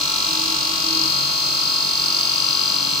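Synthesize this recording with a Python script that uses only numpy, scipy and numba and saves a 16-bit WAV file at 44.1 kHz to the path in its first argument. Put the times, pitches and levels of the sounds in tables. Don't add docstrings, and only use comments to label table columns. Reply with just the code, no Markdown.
import sys
import numpy as np
from scipy import signal
from scipy.fft import rfft, irfft
from scipy.io import wavfile
from scipy.ndimage import uniform_filter1d, map_coordinates
from numba import njit

SR = 44100
rng = np.random.default_rng(int(sys.argv[2]) if len(sys.argv) > 2 else 0)


def to_wav(sig):
    pcm = np.clip(np.atleast_2d(sig), -1, 1) * 32767
    pcm = np.round(pcm).astype(np.int16)
    wavfile.write(sys.argv[1], SR, pcm.T)


def ratio(d):
    e = np.asarray(d, float) / 20
    return 10 ** e


N = 132300
T = np.arange(N) / SR
TURN_HZ = 46.9

# angle_turns, width_turns, level_db over soft wood, start_s, end_s
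CHIP_SPOTS = [
    (.12, 0.018, 4.7, 3, 0.91),
    (.06, 0.025, 6.2, 2, 2.7),
    (.28, 0.06, 4.3, 0.2, 0.38),
    (.28, 0.033, 6.1, 2.5, 3.3),
    (.85, 0.068, 2.9, -0.5, 1.0),
    (.86, 0.021, 3.6, -2, 3.3),
]


def level(x, db):
    return x * ratio(db) / np.sqrt(np.mean(x ** 2))


@njit
def svf(x, hz, width):
    y = np.empty(len(x))
    band, low = 0., 0.
    for i in range(len(x)):
        g = np.tan(np.pi * hz[i] / SR)
        k = width / hz[i]
        v = (band + g * (x[i] - low)) / (1 + g * (g + k))
        band = 2 * v - band
        low = low + 2 * g * v
        y[i] = k * v
    return y


def walk(rate):
    hold = int(SR / rate)
    steps = np.repeat(rng.standard_normal(N // hold + 1), hold)
    return 1.24 * uniform_filter1d(uniform_filter1d(steps, hold), hold)[:N]


def colour(x, points):
    hz, db = np.array(points, float).T
    log_hz = np.log(np.arange(N // 2 + 1) * SR / N + 1)
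    return irfft(rfft(x) * ratio(np.interp(log_hz, np.log(hz), db, -90, -90)), N)


def place(x, pan_db, lead):
    port = np.array([[.5], [-.5]])
    return np.real(x * np.exp(1j * lead * port)) * ratio(pan_db * port)


def spin():
    # time_s, lead_turns
    slip_points = [(0, .016), (.16, .075), (.31, .113), (.46, .132), (.61, .139), (.76, .138), (.91, .127),
                   (1.06, .104), (1.2, .076), (1.35, .051), (1.5, .03), (1.65, .015), (1.8, .006), (2.1, 0),
                   (2.7, .006), (3, -.003)]
    slip = uniform_filter1d(np.interp(T, *np.array(slip_points).T), size=5000)
    belt_hz, belt_turns, belt_rad = 13.48, .0017, 1.62
    return TURN_HZ * T + 1 + slip + belt_turns * np.cos(2 * np.pi * belt_hz * T + belt_rad)


def grain(turns):
    sameness = .992
    size = int(SR / TURN_HZ) + 1
    rim = rng.standard_normal((int(turns[-1]) + 2, size))
    for k in range(1, len(rim)):
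        rim[k] = sameness * rim[k - 1] + np.sqrt(1 - sameness ** 2) * rim[k]
    return map_coordinates(rim.ravel(), [turns * size])


def bite(turns, spots):
    fade_s = 0.31
    force_db = 0
    for angle, width, db, start, end in spots:
        life = np.clip(np.minimum(T - start, end - T) / fade_s + .5, 0, 1)
        distance = (turns - angle + .5) % 1 - .5
        force_db = force_db + db * life * np.exp(-.5 * (distance / width) ** 2)
    gain = ratio(force_db)
    return gain / np.sqrt(uniform_filter1d(gain ** 2, size=4096))


def hand(column):
    # time_s, feed_db, squeal_db
    cut = [
        (0, 0, -1),
        (.35, 1, 0),
        (.7, 0, 1.5),
        (1.0, 1, 6),
        (1.3, -1, 3.5),
        (1.6, -1, 5.5),
        (1.9, -1.5, 7),
        (2.4, 0, 5.5),
        (2.7, -0.5, 6),
        (3, 0, 1.5),
    ]
    return np.interp(T, np.array(cut)[:, 0], np.array(cut)[:, column])


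def tool(turns):
    # pitch_hz, width_hz, level_db, left_right_db, left_lead_rad
    modes = [(2354, 284, -42.5, -0.5, 1.46), (2585, 132, -38.5, -2, 1.47), (2776, 180, -37, 3, 0.99),
             (3269, 200, -37, 33, -1.95), (3410, 20, -47.5, 18, -0.57), (4059, 156, -35, -11, 0.059),
             (4256, 198, -24, -0.6, 0.19), (4447, 297, -29, -3, -1.6), (4870, 112, -29, 5, 0.25),
             (5672, 190, -38, 3.5, -1.7), (5920, 510, -36, 2.5, -1.62), (6713, 140, -44.5, 9, -0.086),
             (8240, 1290, -43.5, -0.5, -0.046), (11530, 610, -45, 0, 0.46)]
    # time_s, tip_hz, blade_hz
    squeal = [
        (0, 4970, 4260),
        (.6, 4960, 4260),
        (.9, 4880, 4240),
        (1.3, 4855, 4235),
        (1.7, 4885, 4215),
        (2.4, 4870, 4205),
        (3, 4840, 4215),
    ]
    # angle_turns, width_turns, level_db over soft wood, start_s, end_s
    shank_spots = [
        (0.256, 0.023, 8.5, 2.3, 3.3),
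        (0.202, 0.037, 8, 6, .3),
        (0.78, 0.028, 9.5, 2.05, 1.8),
        (0.44, 0.016, -9, 1.5, 1.6),
        (0.11, 0.019, 11.5, -1, 2.1),
        (0.028, 0.017, 2.5, 1.8, 1.6),
        (0.56, 0.043, 10, 2, 3.3),
    ]
    neck_spots = [
        (0.69, 0.023, 4.5, -3, 0.67),
        (0.75, 0.023, 13, -0.5, 3.3),
        (0.81, 0.02, -2, 4, 0.87),
        (0.27, 0.048, 2, 1, 1.0),
        (0.046, 0.031, 4, -2, 3.3),
        (0.76, 0.14, -11, 1, 3.3),
        (0.35, 0.017, -3, 3, 3.3),
    ]
    blade_spots = [
        (0.62, 0.038, 10, -1.9, .95),
        (0.7, 0.049, 15.5, 1.85, 3.3),
        (.49, 0.027, 6, -6, 0.32),
        (0.59, 0.017, 8.5, -2, 0.45),
        (.65, 0.021, 13, 0, 1),
        (0.043, 0.064, 3.5, 0.9, 1.52),
        (0.32, 0.017, 11, -6, 3.3),
        (0.56, 0.068, 2.5, 0, 3.3),
        (0.37, 0.074, -8.5, -5, 3.3),
    ]
    tip_spots = [
        (0.706, 0.051, 14, -.2, 1.12),
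        (0.7, 0.14, 12, 0.89, 3.3),
        (.65, 0.043, 5.4, 0.87, 3.3),
        (0.22, 0.05, 6.8, -0.053, 2.6),
        (0.6, 0.033, 7.3, 1.3, 3),
        (0.37, 0.032, 4.5, 0.38, 0.31),
    ]
    when, tip_hz, blade_hz = np.array(squeal).T
    near, far = grain(turns), grain(turns)
    wall_wet, squeal_limit = 0.37, 0.6
    out = 0
    for k, (hz, width, db, pan_db, lead) in enumerate(modes):
        tip = 4700 < hz < 5200
        if hz < 3000:
            spots = shank_spots
        elif hz < 3800:
            spots = neck_spots
        elif hz < 4700:
            spots = blade_spots
        else:
            spots = tip_spots if tip else CHIP_SPOTS
        if tip:
            centre = np.interp(T, when, tip_hz)
        elif k == 6:
            centre = np.interp(T, when, blade_hz)
        else:
            centre = np.full(N, 1. * hz)
        rung = [svf(svf(g, centre, 1. * width), centre, 1. 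* width) for g in (near, far)]
        direct, wall = [signal.hilbert(level(r, 0)) for r in rung]
        direct = direct / (np.abs(direct) + 0.033) ** squeal_limit
        both = place(direct, pan_db, lead) + wall_wet * place(wall, pan_db, lead + np.pi)
        both = bite(turns, spots) * both
        both = np.array([svf(port, centre, 2.7 * width) for port in both])
        out = out + level(both, db) * ratio(hand(column=2) if tip else .5 * walk(2))
    return out * ratio(hand(column=1))


def tone(hz, wander_hz, flutter_db, rate):
    strength = ratio(flutter_db * walk(rate))
    cycles = np.cumsum(hz + wander_hz * walk(rate)) / SR + rng.random()
    return strength * np.exp(2j * np.pi * cycles)


def lathe():
    # pitch_hz, level_db, left_right_db, left_lead_rad
    motor = [(299.5, -49.5, -3, 0.16), (880.7, -41, 1.5, -2), (996, -45, 20, 0.5), (1030, -74, 13, 1),
             (1103, -41, -1, -0.2), (1129, -46.5, -6, -0.5), (1278.4, -44.5, 11, -2),
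             (1295.4, -45, 12, 0.1), (1347, -42, -3.5, -2)]
    # multiple of the turn, level_db
    spindle = [(1, -37), (2, -14.5), (3, -4), (4, -22), (5, -17), (6, -7), (7, -3.5), (8, -6), (9, -8.5),
               (10, -13.5), (11, -11), (12, -8), (13, -7), (14, -3.5), (15, -19), (16, -27)]
    out = 0
    for hz, db, pan_db, lead in motor:
        out = out + level(place(tone(hz, 2.3, 1.3, 14), pan_db, lead), db)
    for k, db in spindle[1:]:
        out = out + level(place(tone(k * TURN_HZ, 1.2, 2.5, 9), -0.68, 0.07 * k), db - 48)
    shake = level(place(tone(TURN_HZ, .2, 1, 3), 1.5, .1), -52)
    return out + shake * ratio(-1.7 * T)


def rest():
    # start_s, end_s, pitch_hz, level_db, left_right_db
    buzzes = np.array([(.26, .545, 322, -35, -6), (.57, .82, 322, -41, -7), (.82, 1.07, 322.5, -33, -7.5),
              (2.68, 3.2, 281, -44, 7), (-.1, .3, 300, -44, -2), (.4, .56, 300, -45, -2),
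              (.8, 1.1, 300, -45, -2), (.88, 1.06, 460, -54, 3), (-.1, .58, 885, -47, -2),
              (1.0, 1.42, 142, -45, 0), (2.8, 3.2, 142, -44, 0), (-.1, .25, 1282, -46, 2),
              (-.1, .25, 1345, -47, -2)])
    rise_s, fall_s = 0.04, 0.025
    out = 0
    for start, end, hz, db, pan_db in buzzes:
        rise = np.clip((T - start) / rise_s, 0, 1)
        fall = np.exp(-np.clip(T - end, 0, 9) / fall_s)
        out = out + level(place(tone(hz, 1.37, 0.79, 15.1), pan_db, 0), db) * rise * fall
    return out


def air(points, db, wet, gain, lag_s, rim=0, share=0):
    noise = share * rim + np.sqrt(1 - share ** 2) * rng.standard_normal((2, N))
    right, side = colour(gain * noise, points)
    hz = np.arange(N // 2 + 1) * SR / N
    left = irfft(rfft(right) * np.exp(-2j * np.pi * hz * lag_s), N)
    side = wet * signal.lfilter(*signal.butter(1, 500, "high", fs=SR), side)
    return level(np.array([left + side, right - side]), db)


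def chips(turns):
    # pitch_hz, level_db per Hz
    chip_points = [(1300, -12), (1900, -20.5), (2600, -11), (4400, 0), (5100, -7), (6500, -8), (7200, -26)]
    # pitch_hz, level_db per Hz
    dust_points = [(6400, -24), (7200, 0.5), (9500, -3), (11500, -7.5), (13000, -7), (15650, -1),
                   (15800, -48)]
    rim = np.array([grain(turns), grain(turns)])
    grain_share = .85
    fading = np.interp(T, [0, 3], [1.0, -1.0])
    spray = bite(turns, CHIP_SPOTS) * ratio(.5 * walk(2.56)) * ratio(fading)
    coarse = air(chip_points, -27.5, 0.62, spray, 0, rim, grain_share)
    dust = air(dust_points, -36.5, 0.36, spray, .000262, rim, grain_share / 2)
    return coarse + dust


def shop():
    # pitch_hz, level_db per Hz
    shop_points = [(30, -43), (60, -9), (100, -17.5), (150, -0.5), (300, -11.5), (750, -11), (1200, -7),
                   (1600, -18)]
    return air(shop_points, -39, 0.81, ratio(0.08 * walk(4.2)), 0)


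def scene():
    turns = spin()
    return tool(turns) + lathe() + rest() + chips(turns) + shop()


def top_cut(x):
    return signal.sosfilt(signal.butter(12, 17110, fs=SR, output="sos"), x)


def record(dry):
    paired_from_hz, drop_db, scatter_db = 6900, -4, 2.5
    mid_side = np.array([dry[0] + dry[1], dry[0] - dry[1]]) / 2
    f, _, z = signal.stft(mid_side, SR, nperseg=2048)
    band = np.abs(z[:, :1024]).reshape(2, 64, 16, -1) ** 2
    power = np.repeat(uniform_filter1d(band.sum(axis=2), size=2), 16, axis=1)
    scatter = np.repeat(rng.standard_normal((64, power.shape[2])), 16, axis=0)
    doubt = ratio(2 * drop_db + scatter_db * scatter)
    z[:, :1024] *= (power > power[::-1] * doubt) | (f[:1024, None] < paired_from_hz)
    mid, side = signal.istft(z, SR, nperseg=2048)[1][:, :N]
    return top_cut(np.array([mid + side, mid - side]))


dry = scene()
out = record(dry)
to_wav(out)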